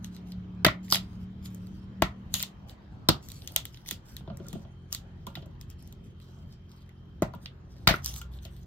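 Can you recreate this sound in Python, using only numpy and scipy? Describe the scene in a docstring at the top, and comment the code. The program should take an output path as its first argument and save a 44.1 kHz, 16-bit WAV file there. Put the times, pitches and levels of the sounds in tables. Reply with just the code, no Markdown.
"""A hatchet chops sticks on a log under an open shelter, heard from a stereo microphone nearby.
Three blows land in the first 3.1 s, fibres snapping and tearing as the blade is levered, while a far
engine pulls unevenly. From 3.4 s it idles; wood and tool knock on the earth floor and a second low hum
joins. Two more blows fall at 7.2 and 7.9 s. Quiet outdoor air lies behind it all."""
import sys
import numpy as np
from scipy import signal
from scipy.fft import rfft, irfft, next_fast_len
from scipy.io import wavfile
from scipy.ndimage import uniform_filter1d, map_coordinates

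SR = 44100
rng = np.random.default_rng(int(sys.argv[2]) if len(sys.argv) > 2 else 0)


def transcribe(signal):
    """Save signal, clipped to [-1, 1], as a 16-bit WAV file at the path in sys.argv[1]."""
    frames = np.atleast_2d(signal).T
    limited = np.clip(frames, -1, 1)
    pcm = np.round(limited * 32767).astype(np.int16)
    wavfile.write(sys.argv[1], SR, pcm)


N = 381906

# resonances of the stick and the log under it: pitch_hz, width_hz, level_db
STICK_MODES = [(554.7, 100, -2), (644.7, 120, 2), (990, 460, -3.5), (1346, 200, 1.5), (1463, 190, -1.5)]
LOG_MODES = [(56, 35, 0), (88.3, 140, -5.5), (149, 200, 14), (224.4, 27, 3.5), (323, 75, 2)]
# blows and rebounds: start_s, crack_db, crack_hz, wood_hz, treble_db, wood_db, thump_db, contact_ms
# (treble, wood and thump are relative to the crack)
CHOPS = [(0.6475, -1, 1970, 1480, -10.5, -8, -12.5, 3), (0.664, -9, 2100, 528, -6, -8.5, -3, 3.8),
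         (0.6824, -19, 1877, 1196, -18.5, -2.5, -16, 2.9), (2.0211, -13, 1450, 1000, -3.5, 0.5, 0, 2.2),
         (2.0224, -13.5, 2560, 1470, -5, -23, -24, 1.1), (3.0873, -6, 4650, 986, -4, -6, -3.5, 4.2),
         (3.0993, -32, 4157, 455.5, -7, -7.5, 18, 2), (7.2215, -29.5, 1616, 644, 5.5, 15, 15.5, 1.46),
         (7.2281, -27, 1476, 453, -12, -5, -17, 5), (7.8726, -7.5, 2170, 1260, -2.5, 0, -12, 0.95),
         (7.8752, -5, 5200, 1200, -7, -12, -21.5, 2.3), (7.8873, -8.5, 1580, 630, -12, -9.5, -27.5, 17),
         (7.9092, -13, 2120, 1090, -16, -29, -5.5, 2.3), (7.939, -24.5, 1468, 1390, -13, 2.5, -3.5, 2.48)]
def hatchet_chops():
    """Near the microphone, the blade cracks the stick and thumps the log."""
    return contacts(CHOPS, STICK_MODES, LOG_MODES, wood_width=0.49, crack_width=0.54, room_db=-6.5)


# breaking fibres: start_s, crack_db, crack_hz, treble_db (relative to the crack)
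SNAPS = [(0.0448, -30.5, 3570, 4.5), (0.165, -38, 3800, -3), (0.3202, -34, 4150, -8),
         (0.8816, -44, 2130, -5), (0.9023, -25, 5440, -1), (0.9239, 0, 4600, -7), (0.9458, -9.5, 3100, -16),
         (0.9564, -16.5, 3080, 1), (0.968, -22.5, 3330, -22), (1.4582, -34, 3680, -11),
         (1.547, -54, 1576, 21.5), (1.6698, -49.5, 4190, 5.5), (2.3406, -9.5, 3750, 2),
         (2.3605, -32.5, 3790, -1), (2.397, -27, 4200, -2), (2.4024, -19, 4060, -10),
         (2.4272, -23, 3420, 13), (2.4342, -19.5, 3930, -34), (2.6955, -36.5, 3830, -12),
         (3.2867, -38, 3866, 7.5), (3.3024, -38, 5000, -3), (3.3182, -34.5, 5330, 5),
         (3.4203, -34.5, 5070, -30), (3.475, -26.5, 3550, 5), (3.521, -57.5, 5000, 21),
         (3.5619, -9, 3330, 5), (3.6535, -26.5, 3650, 2.5), (3.7444, -39, 3460, -8),
         (3.7725, -38, 3300, -9.5), (3.8602, -40, 2600, -2), (3.8883, -25, 3700, 2.5),
         (3.9103, -20.5, 3380, 6), (4.1666, -30.5, 3400, 2.5), (4.3719, -53, 1910, 18),
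         (4.4677, -59, 1490, 19.5), (4.485, -47.5, 4050, 19.5), (4.927, -19.5, 4540, 7),
         (4.948, -21.5, 3980, 4), (5.6124, -38, 5930, 4), (5.701, -46, 6000, 11.5),
         (5.8257, -54.5, 1534, 13.5), (5.875, -55, 3470, 15), (5.9254, -45.5, 3460, 6),
         (6.201, -45.5, 2870, -5), (6.8924, -44.5, 2091, -7), (7.4585, -26.5, 3114, -20.5),
         (7.961, -40, 5500, 7), (8.046, -34, 5370, 16), (8.0599, -19.5, 5440, 3), (8.1076, -39, 3410, -36),
         (8.14, -33, 4400, 0), (8.1619, -32, 3200, 1.5), (8.3375, -42.5, 3800, -17),
         (8.388, -43, 3190, -30)]
def fibre_snaps():
    """Fibres break under the levered blade; weaker snaps ring less of the stick and log."""
    wood_hz, contact_ms = 920, 0.59
    rows = []
    for start_s, crack_db, crack_hz, treble_db in SNAPS:
        wood_db = -12.5 + 0.42 * crack_db
        thump_db = wood_db - 14.5
        rows.append((start_s, crack_db, crack_hz, wood_hz, treble_db, wood_db, thump_db, contact_ms))
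    return contacts(rows, STICK_MODES, LOG_MODES, wood_width=1.7, crack_width=0.4, room_db=-8)


# resonances of the tool handle and its thud on the floor: pitch_hz, width_hz, level_db
HANDLE_MODES = [(553, 7.8, 6), (650, 50, -1.5), (970, 165, -6.5), (1200, 55, -5.5), (1392, 38, 2)]
THUD_MODES = [(141, 83, 1), (209, 65, 3.5), (351, 144, -3.5)]
# touchdowns: start_s, crack_db, wood_hz, treble_db, wood_db, thump_db (last three relative to crack)
KNOCKS = [(3.9161, -37.5, 1360, -3, -16, -2.5), (4.2069, -54.5, 710, -29, 1, 17),
          (4.2756, -47, 587, -36, 11.5, 12), (4.3, -47, 640, -31, 12, 13.5),
          (4.3302, -67, 697, -10, 17, 14), (4.3997, -53.5, 503, -14, 10.5, 18),
          (4.4554, -63.5, 1360, -7, 13, -1), (4.5291, -37.5, 510, 3.5, -1.5, 8),
          (4.5514, -50.5, 655, -12, 12, 18.5), (4.6492, -54.5, 655, -34, 8.5, 6),
          (5.2676, -35.5, 953, 2, 2.5, -3), (5.3533, -30, 1200, -6.5, -15, -10),
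          (5.37, -45.5, 740, -18, 8, 9.5), (5.423, -47.5, 613, -15, -2.5, 2),
          (5.4589, -60, 470, 8, 12.5, 19), (7.3365, -46.5, 940, -3, 10.5, 6),
          (7.3488, -49.5, 452, 2, -15, 9), (8.2146, -38, 1460, 9, -3.5, -18),
          (8.4505, -36.5, 690, -3, -6.5, -8)]
def floor_knocks():
    """Wood and tool touch down on the shelter's earth floor."""
    crack_hz, contact_ms = 3060, 3.6
    rows = [(start_s, crack_db, crack_hz, *rest, contact_ms) for start_s, crack_db, *rest in KNOCKS]
    return contacts(rows, HANDLE_MODES, THUD_MODES, wood_width=0.22, crack_width=0.26, room_db=-4)


# resonances of the crack, and a bright treble that peaks near 13 kHz: pitch_hz, width_hz, level_db
CRACK_MODES = [(1910, 290, -1), (2900, 1000, -2), (3800, 1700, 0.5), (5200, 2100, -5)]
TREBLE_MODES = [(6700, 3100, -1.5), (11340, 3300, -0.5), (13600, 3500, 0)]
def contacts(rows, wood_modes, base_modes, wood_width, crack_width, room_db):
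    """A kick and a jagged force ring crack, treble, wood and base; widths are fractions of pitch."""
    out = np.zeros((2, N + SR))
    t = np.arange(SR // 10) / SR
    kick = 1.0 * (t == t[4])
    for start_s, crack_db, crack_hz, wood_hz, *shares_db, contact_ms in rows:
        decay = np.exp(-1000 * t / contact_ms)
        jerks = decay * amp(1.1 * rng.exponential(size=len(t)))  # fibres give way unevenly
        crack = lambda f: modes(CRACK_MODES, f) * band(crack_hz, crack_width * crack_hz, f)
        treble = lambda f: modes(TREBLE_MODES, f) ** 2
        # where the wood is held picks its modes
        wood = lambda f: modes(wood_modes, f) * band(wood_hz, wood_width * wood_hz, f)
        base = lambda f: modes(base_modes, f) ** 2
        sound = np.zeros((2, len(t)))
        for body, share_db in zip([crack, treble, wood, base], [0, *shares_db]):
            force = jerks * rng.standard_normal(len(t))
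            force = force / np.linalg.norm(force) + 0.53 * kick
            # the shelter hears the wood from all sides, so it gets the kick's even colour
            direct, spread = map(unit_rms, filtered(np.array([force, kick]), body))
            sound += amp(crack_db + share_db - 2) * np.array([direct, spread]) / np.abs(direct).max()
        stereo = shelter(*sound, room_db)
        out[:, round(start_s * SR):][:, :stereo.shape[1]] += stereo
    return out[:, :N]


# bursts of tearing and spells of hands rustling the wood: start_s, hold_s, level_db
STRAINS = [(0.045, 0.023, -61.5), (0.13, 0.04, -61), (0.272, 0.041, -65.5), (0.847, .03, -61.5),
           (0.911, .012, -43.5), (0.933, 0.0051, -31.5), (1.02, 0.224, -67.5), (1.451, .012, -53.5),
           (1.5, 0.34, -68.5), (2.356, 0.062, -41), (2.695, 0.012, -54.5), (3.238, .37, -57.5),
           (3.647, 0.17, -64), (3.872, 0.056, -50), (4.063, 0.13, -61.5), (4.43, 0.2, -65),
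           (4.94, 0.0057, -41.5), (5.277, .15, -69.5), (5.612, 0.01, -61.5), (5.699, .012, -60.5),
           (5.792, 0.12, -67.5), (6.042, .03, -71), (6.22, 0.21, -68.5), (6.479, 0.061, -68),
           (6.695, 0.13, -69), (7.422, .04, -63.5), (7.703, .2, -70), (7.921, 0.056, -54.5),
           (8.053, 0.042, -42.5), (8.105, 0.08, -49.5), (8.327, 0.043, -63.5), (8.433, 0.023, -57),
           (8.51, 0.12, -67)]
def strain_db():
    """Each burst rises fast, sags while it holds and dies back to a faint rustle."""
    rise_db_per_s, sag_db_per_s, fall_db_per_s, rustle_db = 700, 11.5, 550, -80.5
    start_s, hold_s, level_db = np.transpose(STRAINS)[..., None]
    grid_s = np.arange(0, N / SR, .001)
    age_s = grid_s - start_s
    bursts_db = (level_db + rise_db_per_s * np.minimum(age_s, 0)
                 - sag_db_per_s * np.clip(age_s, 0, hold_s)
                 - fall_db_per_s * np.maximum(age_s - hold_s, 0))
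    return np.interp(np.arange(N) / SR, grid_s, np.maximum(bursts_db.max(axis=0), rustle_db))


# colour of tearing fibre: frequency_hz, level_db
FIBRE_SPECTRUM = [(600, -43), (1100, -12.5), (2000, -13.5), (3500, -5), (5500, -4.5), (7500, -5),
                  (10000, -10), (13500, -7), (16000, -14.5)]
def fibre_tearing():
    """Strained fibres and moving hands: clumps of ticks over a thin rustle, brighter under strain."""
    level_db = strain_db()
    fires = rng.random(N) < 1500 * amp(4 * wobble(40)) / SR
    ticks = fires * amp(2.2 * rng.exponential(size=N)) * rng.standard_normal(N)
    rustle = .5 * amp(3 * wobble(25)) * rng.standard_normal(N)
    spectra = signal.stft(unit_rms(ticks) + rustle, nperseg=256)[2]
    colour_db = 3.5 * unit_rms(patches(spectra.shape, bins=5, frames=24))  # each splinter has its own
    spray = signal.istft(spectra * amp(colour_db), nperseg=256)[1][:N]
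    crackle = unit_rms(filtered(spray, lambda hz: amp(log_interp(FIBRE_SPECTRUM, hz))))
    treble = filtered(crackle, lambda hz: hz ** 4 / (hz ** 4 + 7000 ** 4))
    brightness = np.clip(amp(.35 * (level_db + 50)), 0, 1)
    sound = amp(level_db) * (crackle - (1 - brightness) * treble)
    out = np.zeros((2, N + SR))
    for start in range(0, N, SR // 5):  # fresh echoes every 0.2 s keep the crackle's colour varied
        piece = np.pad(sound[start:start + SR // 5], (0, 512))
        stereo = shelter(piece, piece, room_db=-4)
        out[:, start:start + stereo.shape[1]] += stereo
    return out[:, :N]


# resonances of the ground: pitch_hz, width_hz, level_db
GROUND_MODES = [(52, 17, 0), (113, 40, -4), (190, 68, -4.5)]
# full blows reaching the ground: start_s, peak_db
BOOMS = [(0.649, -26), (2.022, -23), (3.089, -26), (7.224, -26.5), (7.874, -17)]
def ground_booms():
    """The earth floor rings low and short under each full blow."""
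    kick = 1.0 * (np.arange(SR // 4) == 0)
    ring = filtered(kick, lambda f: modes(GROUND_MODES, f) / (1 + 1j * f / 150) ** 2)
    blows = np.bincount([round(s * SR) for s, db in BOOMS], [amp(db) for s, db in BOOMS], N)
    return signal.fftconvolve(blows, ring / np.abs(ring).max())[:N]


# the engine's two runs: time_s, firing_hz, level_db
PULLING = [(0.0, 36.6, -44.5), (0.54, 36.3, -45), (0.69, 35.2, -39.5), (0.8, 37.16, -44.5),
           (1.05, 37.04, -45), (1.12, 36.1, -45), (1.43, 38.3, -45), (1.6, 36.0, -45.5), (1.76, 38.3, -46),
           (1.96, 37.8, -49), (2.05, 38.17, -37.5), (2.09, 38.66, -53), (2.2, 38.9, -47.5),
           (2.45, 38.02, -50.5), (2.78, 39.97, -60), (2.95, 38.5, -56)]
IDLING = [(3.4, 42.36, -57.5), (4.15, 41.38, -55.5), (4.25, 43.29, -49.5), (7.97, 43.43, -52.5),
          (8.3, 42.83, -50), (8.66, 43.35, -49.5)]
# their harmonics: firing_multiple, relative_db
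PULL_HARMONICS = [(1, -23), (2, -13), (3, -5), (4, -23), (5, 0), (6, -11), (8, -17), (9, -28), (11, -24.5)]
IDLE_HARMONICS = [(1, -7), (2, -2.5), (3, -3), (4, -6.5), (5, -13), (6, -37), (8, -19), (9, -21)]
def distant_engine():
    """Far off, an engine drones at multiples of its firing rate: uneven under load, steadier at idle."""
    pulling = drone(PULLING, PULL_HARMONICS, waver=0.006, flutter_db=2.5)
    return pulling + drone(IDLING, IDLE_HARMONICS, waver=0.0033, flutter_db=-0.1)


# a second low hum: time_s, pitch_hz, level_db
HUM = [(4.6, 58.8, -58.5), (7, 60.25, -67), (8, 62.27, -46), (8.66, 60.7, -45)]
def low_hum():
    """One wavering tone in the background of the second half."""
    return drone(HUM, [(1, 0)], waver=0.0212, flutter_db=3.5)


def drone(run, harmonics, waver, flutter_db):
    """Unsteady harmonics that fade at the ends of their run; a run from 0 s is already sounding."""
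    pitch_hz, level_db = curves(run)
    t = np.arange(N) / SR
    start_s, end_s = run[0][0] or -0.44, run[-1][0] + 0.168
    fade = np.clip(np.minimum(t - start_s, end_s - t) / 0.14, 0, 1)
    cycles = np.cumsum(pitch_hz * (1 + waver * wobble(17))) / SR
    tones = sum(amp(db + flutter_db * wobble(11)) * np.sin(2 * np.pi * (multiple * cycles + rng.random()))
                for multiple, db in harmonics)
    return np.sqrt(2) * amp(level_db) * fade * tones


# colour of the open air: frequency_hz, level_db
AIR_SPECTRUM = [(15, -37), (25, -13), (70, -2), (148, -7.5), (299, -19.5), (403, -24), (542, -27.5),
                (1220, -30.5), (2390, -40.5), (3780, -44), (7030, -57), (9720, -86), (11400, -63),
                (15800, -84.5)]
# its slow swell: time_s, relative_db
AIR_SWELL = [(0.0, -43), (3.0, -43), (3.93, -45.5), (4.46, -42), (4.77, -46.5), (5.19, -44.5), (6.5, -47),
             (7.79, -46.5), (8.01, -42), (8.66, -47.5)]
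def outdoor_air():
    """Far traffic and open air beyond the shelter, swelling a little in patches."""
    swells = patches((129, N // 128 + 2), bins=2, frames=40)
    noise = diffuse_noise(N, lambda hz, t: amp(2.6 * unit_rms(swells[:, :len(t)])))
    air = unit_rms(filtered(noise, lambda hz: amp(log_interp(AIR_SPECTRUM, hz))))
    return amp(curves(AIR_SWELL)[0] - 3) * air


def faint_whine(pitch_hz=3130, width_hz=140, level_db=-76.5, end_s=7.4):
    """A narrow hiss, unrelated left and right, that wavers and then is gone."""
    hiss = filtered(rng.standard_normal((2, N)), lambda f: band(pitch_hz, width_hz, f) ** 2)
    fade = np.clip((end_s - np.arange(N) / SR) / .3, 0, 1)
    return amp(level_db + 2.3 * wobble(5)) * fade * unit_rms(hiss)


# the shelter's reverberation: frequency_hz, t60_s, level_db
SHELTER_TAIL = [(100, 0.22, 7.5), (293, 0.22, -4), (980, 0.24, -2), (3070, 0.16, 5), (12000, 0.14, -5.5)]
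def shelter(direct, spread, room_db, left_lead_s=7.5e-5):
    """Direct sound arrives straight and off nearby logs and earth; spread sound fills the shelter."""
    hz, t60_s, db = np.transpose(SHELTER_TAIL)
    tail_db = lambda f, t: log_interp(np.c_[hz, db], f) - 60 * t / log_interp(np.c_[hz, t60_s], f)
    tail = diffuse_noise(SR // 3, lambda f, t: amp(tail_db(f, t)))
    clutter = diffuse_noise(512, lambda f, t: 1) * amp(-60 * np.arange(512) / SR / .008)
    out = amp(room_db) / np.linalg.norm(tail[0]) * signal.fftconvolve(spread[None], tail, axes=1)
    echoes = amp(-2) / np.linalg.norm(clutter[0]) * signal.fftconvolve(direct[None], clutter, axes=1)
    # the microphone's left side is nearer the log
    placing = lambda f: amp([[-.3], [.3]]) * np.exp(1j * np.pi * left_lead_s * np.outer([1, -1], f))
    out[:, :len(direct)] += filtered(direct, placing) + echoes[:, :len(direct)]
    return out


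# diffuse sound at the microphone: frequency_hz, left_right_correlation
STEREO_LIKENESS = [(60, 1), (190, 0.86), (360, .7), (690, .15), (1400, 0), (15000, 0.093)]
def diffuse_noise(size, gain):
    """Noise from all sides, shaped by gain(hz, s): alike in the bass, unrelated in the treble."""
    hz, t, (a, b) = signal.stft(rng.standard_normal((2, size)), SR, nperseg=256)
    angle = np.arccos(log_interp(STEREO_LIKENESS, hz))[:, None] / 2
    mid, side = a * np.cos(angle), b * np.sin(angle)
    spectra = np.array([mid + side, mid - side]) * gain(hz[:, None], t)
    return signal.istft(spectra, SR, nperseg=256)[1][:, :size]


def amp(db):
    return 10 ** (np.asarray(db) / 20)


def unit_rms(x):
    return x / np.sqrt(np.mean(x ** 2) + 1e-20)


def log_interp(points, hz):
    point_hz, values = np.transpose(points)
    return np.interp(np.log(hz + 1), np.log(point_hz + 1), values)


def curves(rows):
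    """One value per sample for each column after the time."""
    time_s, *columns = np.transpose(rows)
    return [np.interp(np.arange(N) / SR, time_s, column) for column in columns]


def wobble(rate_hz):
    """A smooth random curve."""
    knots = rng.standard_normal(int(N * rate_hz / SR) + 4)
    return map_coordinates(knots, [np.arange(N) * rate_hz / SR])


def patches(shape, bins, frames):
    """Random values smoothed over frequency and time."""
    return uniform_filter1d(uniform_filter1d(rng.standard_normal(shape), bins, 0), frames, 1)


def filtered(x, response):
    n = x.shape[-1]
    padded = next_fast_len(n + 8192)
    return irfft(rfft(x, padded) * response(np.fft.rfftfreq(padded, 1 / SR)), padded)[..., :n]


def band(pitch_hz, width_hz, f):
    """The causal response of one resonance."""
    return 1j * f * width_hz / (pitch_hz ** 2 - f ** 2 + 1j * f * width_hz)


def modes(table, f):
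    """A body's resonances, summed with alternating sign."""
    return sum((-1) ** k * amp(db) * band(hz, width_hz, f) for k, (hz, width_hz, db) in enumerate(table))


def scene():
    """Woodwork under the shelter, engine and air beyond it."""
    wood = hatchet_chops() + floor_knocks() + fibre_snaps() + fibre_tearing()
    return wood + distant_engine() + low_hum() + outdoor_air() + ground_booms() + faint_whine()


def record(dry):
    """The microphone drops the deepest bass and keeps nothing above its band limit."""
    bass_hz, top_hz = 22, 16100
    return filtered(dry, lambda f: f ** 2 / (f ** 2 + bass_hz ** 2) * np.clip((top_hz - f) / 400, 0, 1))


dry = scene()
out = record(dry)
transcribe(out)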